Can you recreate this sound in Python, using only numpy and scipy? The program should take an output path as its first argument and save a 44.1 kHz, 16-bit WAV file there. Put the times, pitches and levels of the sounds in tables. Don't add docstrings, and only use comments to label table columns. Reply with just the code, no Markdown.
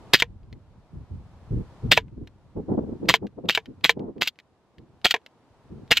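import sys
import numpy as np
from scipy import signal
from scipy.fft import rfft, irfft
from scipy.io import wavfile
from scipy.ndimage import map_coordinates

SR = 44100
rng = np.random.default_rng(int(sys.argv[2]) if len(sys.argv) > 2 else 0)


def digitize_waveform(pressure):
    field = np.atleast_2d(pressure).T
    bounded = np.clip(field, -1, 1)
    quanta = np.round(bounded * 32767).astype(np.int16)
    wavfile.write(sys.argv[1], SR, quanta)


N = 264600
BLOW_SIZE = 8192
AGE = np.arange(BLOW_SIZE) / SR

# (pop time [s], pop level [dB], gas level [dB], hammer level [dB],
#         slide closing time [s], closing level [dB], level to which the background sinks [dB])
SHOTS = [(.1445, 1, -8.5, -5, .2003, -4.5, -80), (1.9238, 2, -12, 2.5, 1.9710, -9.5, -79.5),
         (3.0968, 0, -13, -3, 3.1497, -9.5, -80), (3.4965, -5, -21, -7, 3.5502, -5, -77),
         (3.8497, -4, -19, -6.5, 3.9038, -11.5, -82), (4.2213, -5.5, -23, -19, 4.2743, -7, -82),
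         (5.0558, 0, -15, -5, 5.1090, -0.5, -76.5), (5.9182, 3, -12, -9, 5.9708, -1.5, -77)]
# (time [s], level [dB], ring frequency [Hz])
CLICKS = [(.432, -53.5, 4800), (.528, -33.5, 4200), (2.274, -31.5, 4170), (3.2688, -32, 2730),
          (3.6582, -29.5, 2750), (3.9949, -37.5, 2660), (4.358, -51, 1780), (4.389, -30.5, 2420),
          (4.4, -34, 2250), (4.7835, -38, 1800), (5.216, -54, 2700), (5.263, -27, 2700)]
# (time [s], level [dB], ring level [dB], pitch [ratio])
HITS = [(.2225, 0, -5, 1.06), (1.9750, 0, 2.5, 1.02), (2.082, -52, -2, 0.9), (3.1402, 2.5, -1, 1.03),
        (3.1425, -8, -2.5, 0.97), (3.5750, -7, 3.5, 1.0), (3.8944, 4, -4, 1.04), (5.1412, -7, -2, 1.0),
        (5.1446, -9, 4.5, 1.08), (5.1628, -21, -3, 1.0)]
# (frequency [Hz], level [dB], time to decay by 60 dB [s])
SLIDE_MODES = [(1420, -26, .032), (1960, -22, .032), (2700, -20, .026), (3200, -15, .028),
               (3650, -23, .026), (4760, -23, .026), (6500, -36, .025), (8160, -35, .022),
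               (12400, -36, .025)]
TARGET_MODES = [(437, -19.5, 0.068), (650, -14, 0.03), (820, -20, 0.037), (978, -19, 0.049),
                (1710, -15.5, 0.036), (2250, -10.5, 0.031), (2770, -18.5, 0.0086)]
# (frequency [Hz], spectral density [dB])
GAS_SPECTRUM = [(40, -28.5), (200, -6), (500, -7.5), (850, -5), (1200, -11.5), (2300, -5.5), (3300, -2),
                (4800, -6), (6000, -19.5), (8000, -27), (10200, -37.5), (12600, -22), (16000, -35.5)]
POP_SPECTRUM = [(30, -29), (120, -9), (300, -5.5), (700, -3.5), (1100, -6), (2100, 2.5), (3200, -2.5),
                (5500, -13.5), (7000, -19.5), (10200, -47), (12600, -23), (16000, -36)]
METAL_SPECTRUM = [(60, -38), (500, -27), (1100, -19.5), (1900, -8.5), (3200, -0.5), (4500, -8.5),
                  (5600, -18.5), (8000, -21.5), (10000, -51), (12500, -24), (16000, -35)]
TICK_SPECTRUM = [(100, -18), (600, -6), (1200, -11), (1900, -1.5), (2700, -0.5), (4400, -7), (6000, -17.5),
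                 (10000, -36), (12500, -28), (16000, -43)]
SMACK_SPECTRUM = [(60, -38.5), (200, -35), (450, -14.5), (950, -1), (1230, -12.5), (1650, 0), (2300, -0.5),
                  (3400, -2.5), (4500, -14.5), (7000, -21.5), (10000, -42.5), (12500, -32), (16000, -43)]
# (frequency [Hz], spectral density [dB])
RUMBLE_SPECTRUM = [(15, -19.5), (28, -10.5), (55, -4.5), (90, -2.5), (140, -5), (220, -15), (400, -40.5),
                   (900, -75.5)]
BUFFET_SPECTRUM = [(40, -29), (110, -10), (190, 1), (330, -2), (480, -10), (570, -24), (900, -48.5),
                   (2000, -76.5)]
FLUTTER_SPECTRUM = [(100, -25), (330, 2.5), (470, 1), (600, -6.5), (850, -10.5), (1250, -27), (1900, -45),
                    (4000, -74), (9000, -110)]
FAR_SPECTRUM = [(20, -28), (60, -16.5), (130, -6), (200, -1), (500, 0.5), (950, -1.5), (1300, -8.5),
                (2100, -18.5), (4000, -30.5), (8000, -46), (16000, -70)]
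HISS_SPECTRUM = [(100, -1.5), (1500, 0), (4000, -2.5), (8000, -11.5), (11500, -17.5), (16000, -35.5)]
# (frequency [Hz], phase [rad])
PORT_PHASE = [(100, 0), (1200, -.03), (2300, -.07), (3400, -.18), (4400, -.45), (5400, -1.0), (6800, -.3),
              (8200, 1.0), (10000, -.5), (13000, .4), (16000, -.2)]
# (frequency [Hz], side minus mid level [dB])
SHOT_WIDTH = [(100, -25), (1000, -25), (2500, -23), (5000, -17), (8000, -9), (13000, -14)]
WIND_WIDTH = [(30, -17.5), (70, -11), (160, -7.5), (380, -5), (950, -0.5), (2400, 1.5)]
FAR_WIDTH = [(30, -27), (400, -24.5), (1000, -17), (2400, -8.5), (6000, -3)]
# (time [s], rumble level [dB], buffet level [dB])
BREEZE = [(0.0, -54.5, -57.5), (0.324, -47.5, -61.0), (0.861, -58.5, -72.0), (1.225, -50.0, -66.0),
          (1.784, -51.5, -62.5), (2.033, -44.0, -55.5), (2.332, -56.0, -68.0), (3.068, -48.0, -58.0),
          (3.668, -56.0, -65.5), (3.953, -49.5, -52.0), (4.307, -69.5, -72.5), (4.729, -67.5, -70.0),
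          (4.943, -57.5, -64.5), (5.311, -70.0, -67.0), (5.576, -58.5, -70.5), (6.0, -49.5, -52.5)]
# (time [s], hold [s], rumble level [dB], buffet level [dB])
GUSTS = [(.297, .018, -45.5, -55), (.524, .04, -42, -52), (.759, .017, -48.5, -59.5),
         (.935, .07, -38.5, -50.5), (1.11, .075, -37, -53), (1.515, .08, -26.5, -33.5),
         (1.842, .012, -26.5, -33), (1.885, .025, -27, -43), (1.95, .03, -37, -41), (2.12, .005, -40, -46),
         (2.177, .054, -38.5, -40.5), (2.57, .032, -35, -29.5), (2.69, .045, -32, -26),
         (2.80, .04, -36, -30.5), (2.87, .07, -39, -34), (3.025, .09, -38.5, -33), (3.23, .012, -41, -32.5),
         (3.385, .005, -57, -35.5), (3.44, .025, -42, -33.5), (3.682, .02, -43, -40),
         (3.975, .115, -44.5, -34), (4.165, .04, -48, -39), (4.786, .035, -48, -49),
         (5.71, .115, -42.5, -45)]
# (time [s], thump level [dB], flutter relative to thump [dB])
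PUFFS = [(2.725, -28, -2), (2.78, -16.5, -8.5), (2.791, -17.5, -6), (3.033, -21, -25)]
# (time [s], level [dB])
DEEP_BASS = [(0, 3), (2.4, -0.5), (3.1, -10.5), (5.1, -12), (6, -8)]

HAMMER_LEAD_S, GROUND_DELAY_S = .0064, .0059
TAKE_UP_LEAD_S, TAKE_UP_DB, TAKE_UP_HZ = .04, -42.5, 2650
GUST_RISE_DB_PER_S, GUST_FALL_DB_PER_S = 1000, 340
BACKGROUND_START_DB, BACKGROUND_FLOOR_DB = -63.5, -80
SINK_S, RECOVERY_DB_PER_S = .06, 9.8
DEEP_BASS_HZ, CUTOFF_HZ = 75, 16000


def pistol():
    out = np.zeros(N)
    pop_s = .014
    for s, pop_db, gas_db, hammer_db, close_s, close_db, _ in SHOTS:
        shut_s = pop_s + close_s - s
        flow_db = np.interp(AGE, [0, .003, .0055, .008, .014, .019, .05, .1],
                            [-42.5, -16, -.5, 1.5, -5.5, -13.5, -71.5, -140])
        shot = from_db(gas_db + flow_db) * colour(grains(spread_db=4), GAS_SPECTRUM)
        hammer = contact(METAL_SPECTRUM, chatter=.88, chatter_s=.0011)
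        add(shot, pop_s - HAMMER_LEAD_S, from_db(hammer_db + 6.5) * hammer)
        pop = signal.lfilter([.62, -1], [1, -.62], contact(POP_SPECTRUM, chatter=.09, chatter_s=.0015))
        add(shot, pop_s, from_db(pop_db + 13) * pop)
        rear = contact(METAL_SPECTRUM, chatter=.74, chatter_s=.0025)
        rear += from_db(.5) * ring(SLIDE_MODES, vary_db=4)
        add(shot, pop_s + .0095, from_db(.5 * pop_db - 7.5) * rear)
        rails = (AGE < close_s - s) * colour(grains(spread_db=4.5), METAL_SPECTRUM)
        add(shot, pop_s, from_db(-35 + .5 * pop_db - 78 * AGE) * rails)
        shove = contact(METAL_SPECTRUM, chatter=.59, chatter_s=.002)
        add(shot, shut_s - .007, from_db(close_db - 21) * shove)
        seat = contact(METAL_SPECTRUM, chatter=.65, chatter_s=.0039)
        add(shot, shut_s - .002, from_db(close_db - 13) * seat)
        shut = contact(METAL_SPECTRUM, chatter=.24, chatter_s=.0048)
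        shut += from_db(-6) * ring(SLIDE_MODES, vary_db=4)
        add(shot, shut_s, from_db(close_db + 4) * shut)
        add(out, s - pop_s, ground_reflection(shot, ground_db=-16, grass_db=-7.5, tail_db=-25))
    return out


def trigger():
    out = np.zeros(N)
    take_ups = [(s - TAKE_UP_LEAD_S, TAKE_UP_DB, TAKE_UP_HZ) for s, *_ in SHOTS[2:]]
    for s, db, hz in take_ups + list(CLICKS):
        tick = contact(TICK_SPECTRUM, chatter=.24, chatter_s=.002)
        tick = tick / np.linalg.norm(tick) + ring([(hz, -23.5, .025)], vary_db=1)
        add(out, s, ground_reflection(from_db(db + 7) * tick, ground_db=-19.5, grass_db=-15, tail_db=-24))
    return out


def target():
    out = np.zeros(N)
    for s, db, ring_db, pitch in HITS:
        modes = [(hz * pitch, mode_db, t60) for hz, mode_db, t60 in TARGET_MODES]
        walls = from_db(ring_db - .5) * ring(modes, vary_db=1)
        rattle_envelope = from_db(ring_db - 23.5) * np.exp(-AGE / .0088)
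        rattle = rattle_envelope * colour(grains(spread_db=4), SMACK_SPECTRUM)
        crack = 2.2 * contact(SMACK_SPECTRUM, chatter=.22, chatter_s=.0026)
        add(out, s, from_db(db) * (crack + walls + rattle))
    return out


def contact(spectrum, chatter, chatter_s):
    force = chatter * grains(spread_db=4) * np.exp(-AGE / chatter_s) * (1 - np.exp(-AGE / .00086))
    force[0] += 1
    return colour(force, spectrum)


def grains(spread_db):
    run = rng.standard_normal(BLOW_SIZE)
    run *= from_db(spread_db * np.repeat(rng.standard_normal(BLOW_SIZE // 32), 32))
    return run / run.std()


def ring(modes, vary_db):
    out = np.zeros(BLOW_SIZE)
    for hz, db, t60 in modes:
        amplitude = from_db(db + vary_db * rng.normal() - 60 * AGE / t60) * rng.choice([-1, 1])
        detuned_hz = hz * (1 + .015 * rng.normal())
        out += amplitude * np.sin(2 * np.pi * detuned_hz * AGE)
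    return out


def ground_reflection(bang, ground_db, grass_db, tail_db):
    late = np.interp(AGE - GROUND_DELAY_S, AGE, bang, left=0)
    grass = from_db(grass_db) * scatter(late, decay_s=.0018)
    tail = from_db(tail_db) * scatter(late, decay_s=.0032)
    return bang + from_db(ground_db) * late + grass + tail


def scatter(x, decay_s):
    spray = rng.standard_normal(BLOW_SIZE) * np.exp(-AGE / decay_s)
    return signal.fftconvolve(x, spray / np.linalg.norm(spray))[:len(x)]


def microphone_ports(x):
    sides = np.array([[1], [-1]])
    direct = rfft(x) * np.exp(1j * at_hz(PORT_PHASE, N) * sides / 2)
    diffuse = rfft(scatter(x, decay_s=.004)) * from_db(at_hz(SHOT_WIDTH, N)) * sides
    return irfft(direct + diffuse, N)


def wind():
    rumble_db, buffet_db = wind_levels()
    thump, burst = puffs()
    lumps_db = 2.9 * eddies(per_s=75)
    rumble = from_db(rumble_db + .71 * lumps_db) * stereo_noise(RUMBLE_SPECTRUM, WIND_WIDTH)
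    buffet_gain = np.hypot(from_db(buffet_db - .3 + lumps_db), thump)
    buffet = buffet_gain * stereo_noise(BUFFET_SPECTRUM, WIND_WIDTH)
    sharpness_db = np.clip(.61 * (buffet_db + 25) + 1.38 * (buffet_db - rumble_db) - 12, -35, -1.5)
    flutter_gain = np.hypot(from_db(buffet_db + sharpness_db + 1.3 * lumps_db), burst)
    flutter = flutter_gain * stereo_noise(FLUTTER_SPECTRUM, WIND_WIDTH)
    return rumble + buffet + flutter


def wind_levels():
    t = np.arange(N) / SR
    power = from_db(in_time(BREEZE)) ** 2
    for s, hold_s, rumble_db, buffet_db in GUSTS:
        fade_db = GUST_RISE_DB_PER_S * np.maximum(s - t, 0)
        fade_db += GUST_FALL_DB_PER_S * np.maximum(t - s - hold_s, 0)
        near = fade_db < 60
        power[:, near] += from_db(np.array([[rumble_db], [buffet_db]]) - fade_db[near]) ** 2
    return 10 * np.log10(power)


def puffs():
    thump, flutter = np.zeros(N), np.zeros(N)
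    centre_s = .03
    swell = np.exp(-((AGE - centre_s) / .0042) ** 2)
    for s, db, flutter_db in PUFFS:
        add(thump, s - centre_s, from_db(db) * swell)
        add(flutter, s - centre_s, from_db(db + flutter_db) * np.sqrt(swell))
    return thump, flutter


def eddies(per_s):
    knots = rng.standard_normal(4096)
    return map_coordinates(knots, [np.arange(N) / SR * per_s], order=3)


def background():
    t = np.arange(N) / SR
    level_db = BACKGROUND_START_DB + RECOVERY_DB_PER_S * t
    for s, *_, sunk_db in SHOTS:
        sunk = np.clip((t - s) / SINK_S, 0, 1)
        level_db = (1 - sunk) * level_db + sunk * (sunk_db + RECOVERY_DB_PER_S * (t - s))
    gain = np.hypot(from_db(level_db), from_db(BACKGROUND_FLOOR_DB))
    wash = from_db(9) * stereo_noise(FAR_SPECTRUM, FAR_WIDTH)
    hiss = from_db(-1) * stereo_noise(HISS_SPECTRUM, width=[(SR / 2, 0)])
    return gain * (wash + hiss)


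def stereo_noise(spectrum, width):
    mid = rfft(colour(rng.standard_normal(N + BLOW_SIZE), spectrum)[BLOW_SIZE:])
    side = rfft(colour(rng.standard_normal(N + BLOW_SIZE), spectrum)[BLOW_SIZE:])
    share = from_db(at_hz(width, N))
    return irfft((mid + share * side * np.array([[1], [-1]])) / np.hypot(1, share), N)


def colour(x, spectrum):
    cepstrum = irfft(np.log(from_db(at_hz(spectrum, BLOW_SIZE))))
    cepstrum[1:BLOW_SIZE // 2] *= 2
    cepstrum[BLOW_SIZE // 2 + 1:] = 0
    pulse = irfft(np.exp(rfft(cepstrum)))
    return signal.fftconvolve(x, pulse / np.linalg.norm(pulse))[:len(x)]


def from_db(db):
    return 10 ** (np.asarray(db) / 20)


def in_time(rows):
    s, *columns = np.transpose(rows)
    return [np.interp(np.arange(N) / SR, s, column) for column in columns]


def at_hz(points, size):
    hz, value = np.transpose(points)
    return np.interp(np.log(np.fft.rfftfreq(size, 1 / SR) + 1), np.log(hz), value)


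def add(track, s, sound):
    start = int(np.clip(round(s * SR), 0, len(track) - 1))
    track[start:start + len(sound)] += sound[:len(track) - start]


def scene():
    return microphone_ports(pistol() + trigger() + target()) + wind() + background()


def record(dry):
    bass_db, = in_time(DEEP_BASS)
    bass = signal.sosfiltfilt(signal.butter(1, DEEP_BASS_HZ, fs=SR, output="sos"), dry)
    thinned = dry + (from_db(bass_db) - 1) * bass
    rounded = thinned / (1 + (thinned / 1.02) ** 6) ** (1 / 6)
    return signal.sosfilt(signal.ellip(10, .1, 80, CUTOFF_HZ, fs=SR, output="sos"), rounded)


dry = scene()
out = record(dry)
digitize_waveform(out)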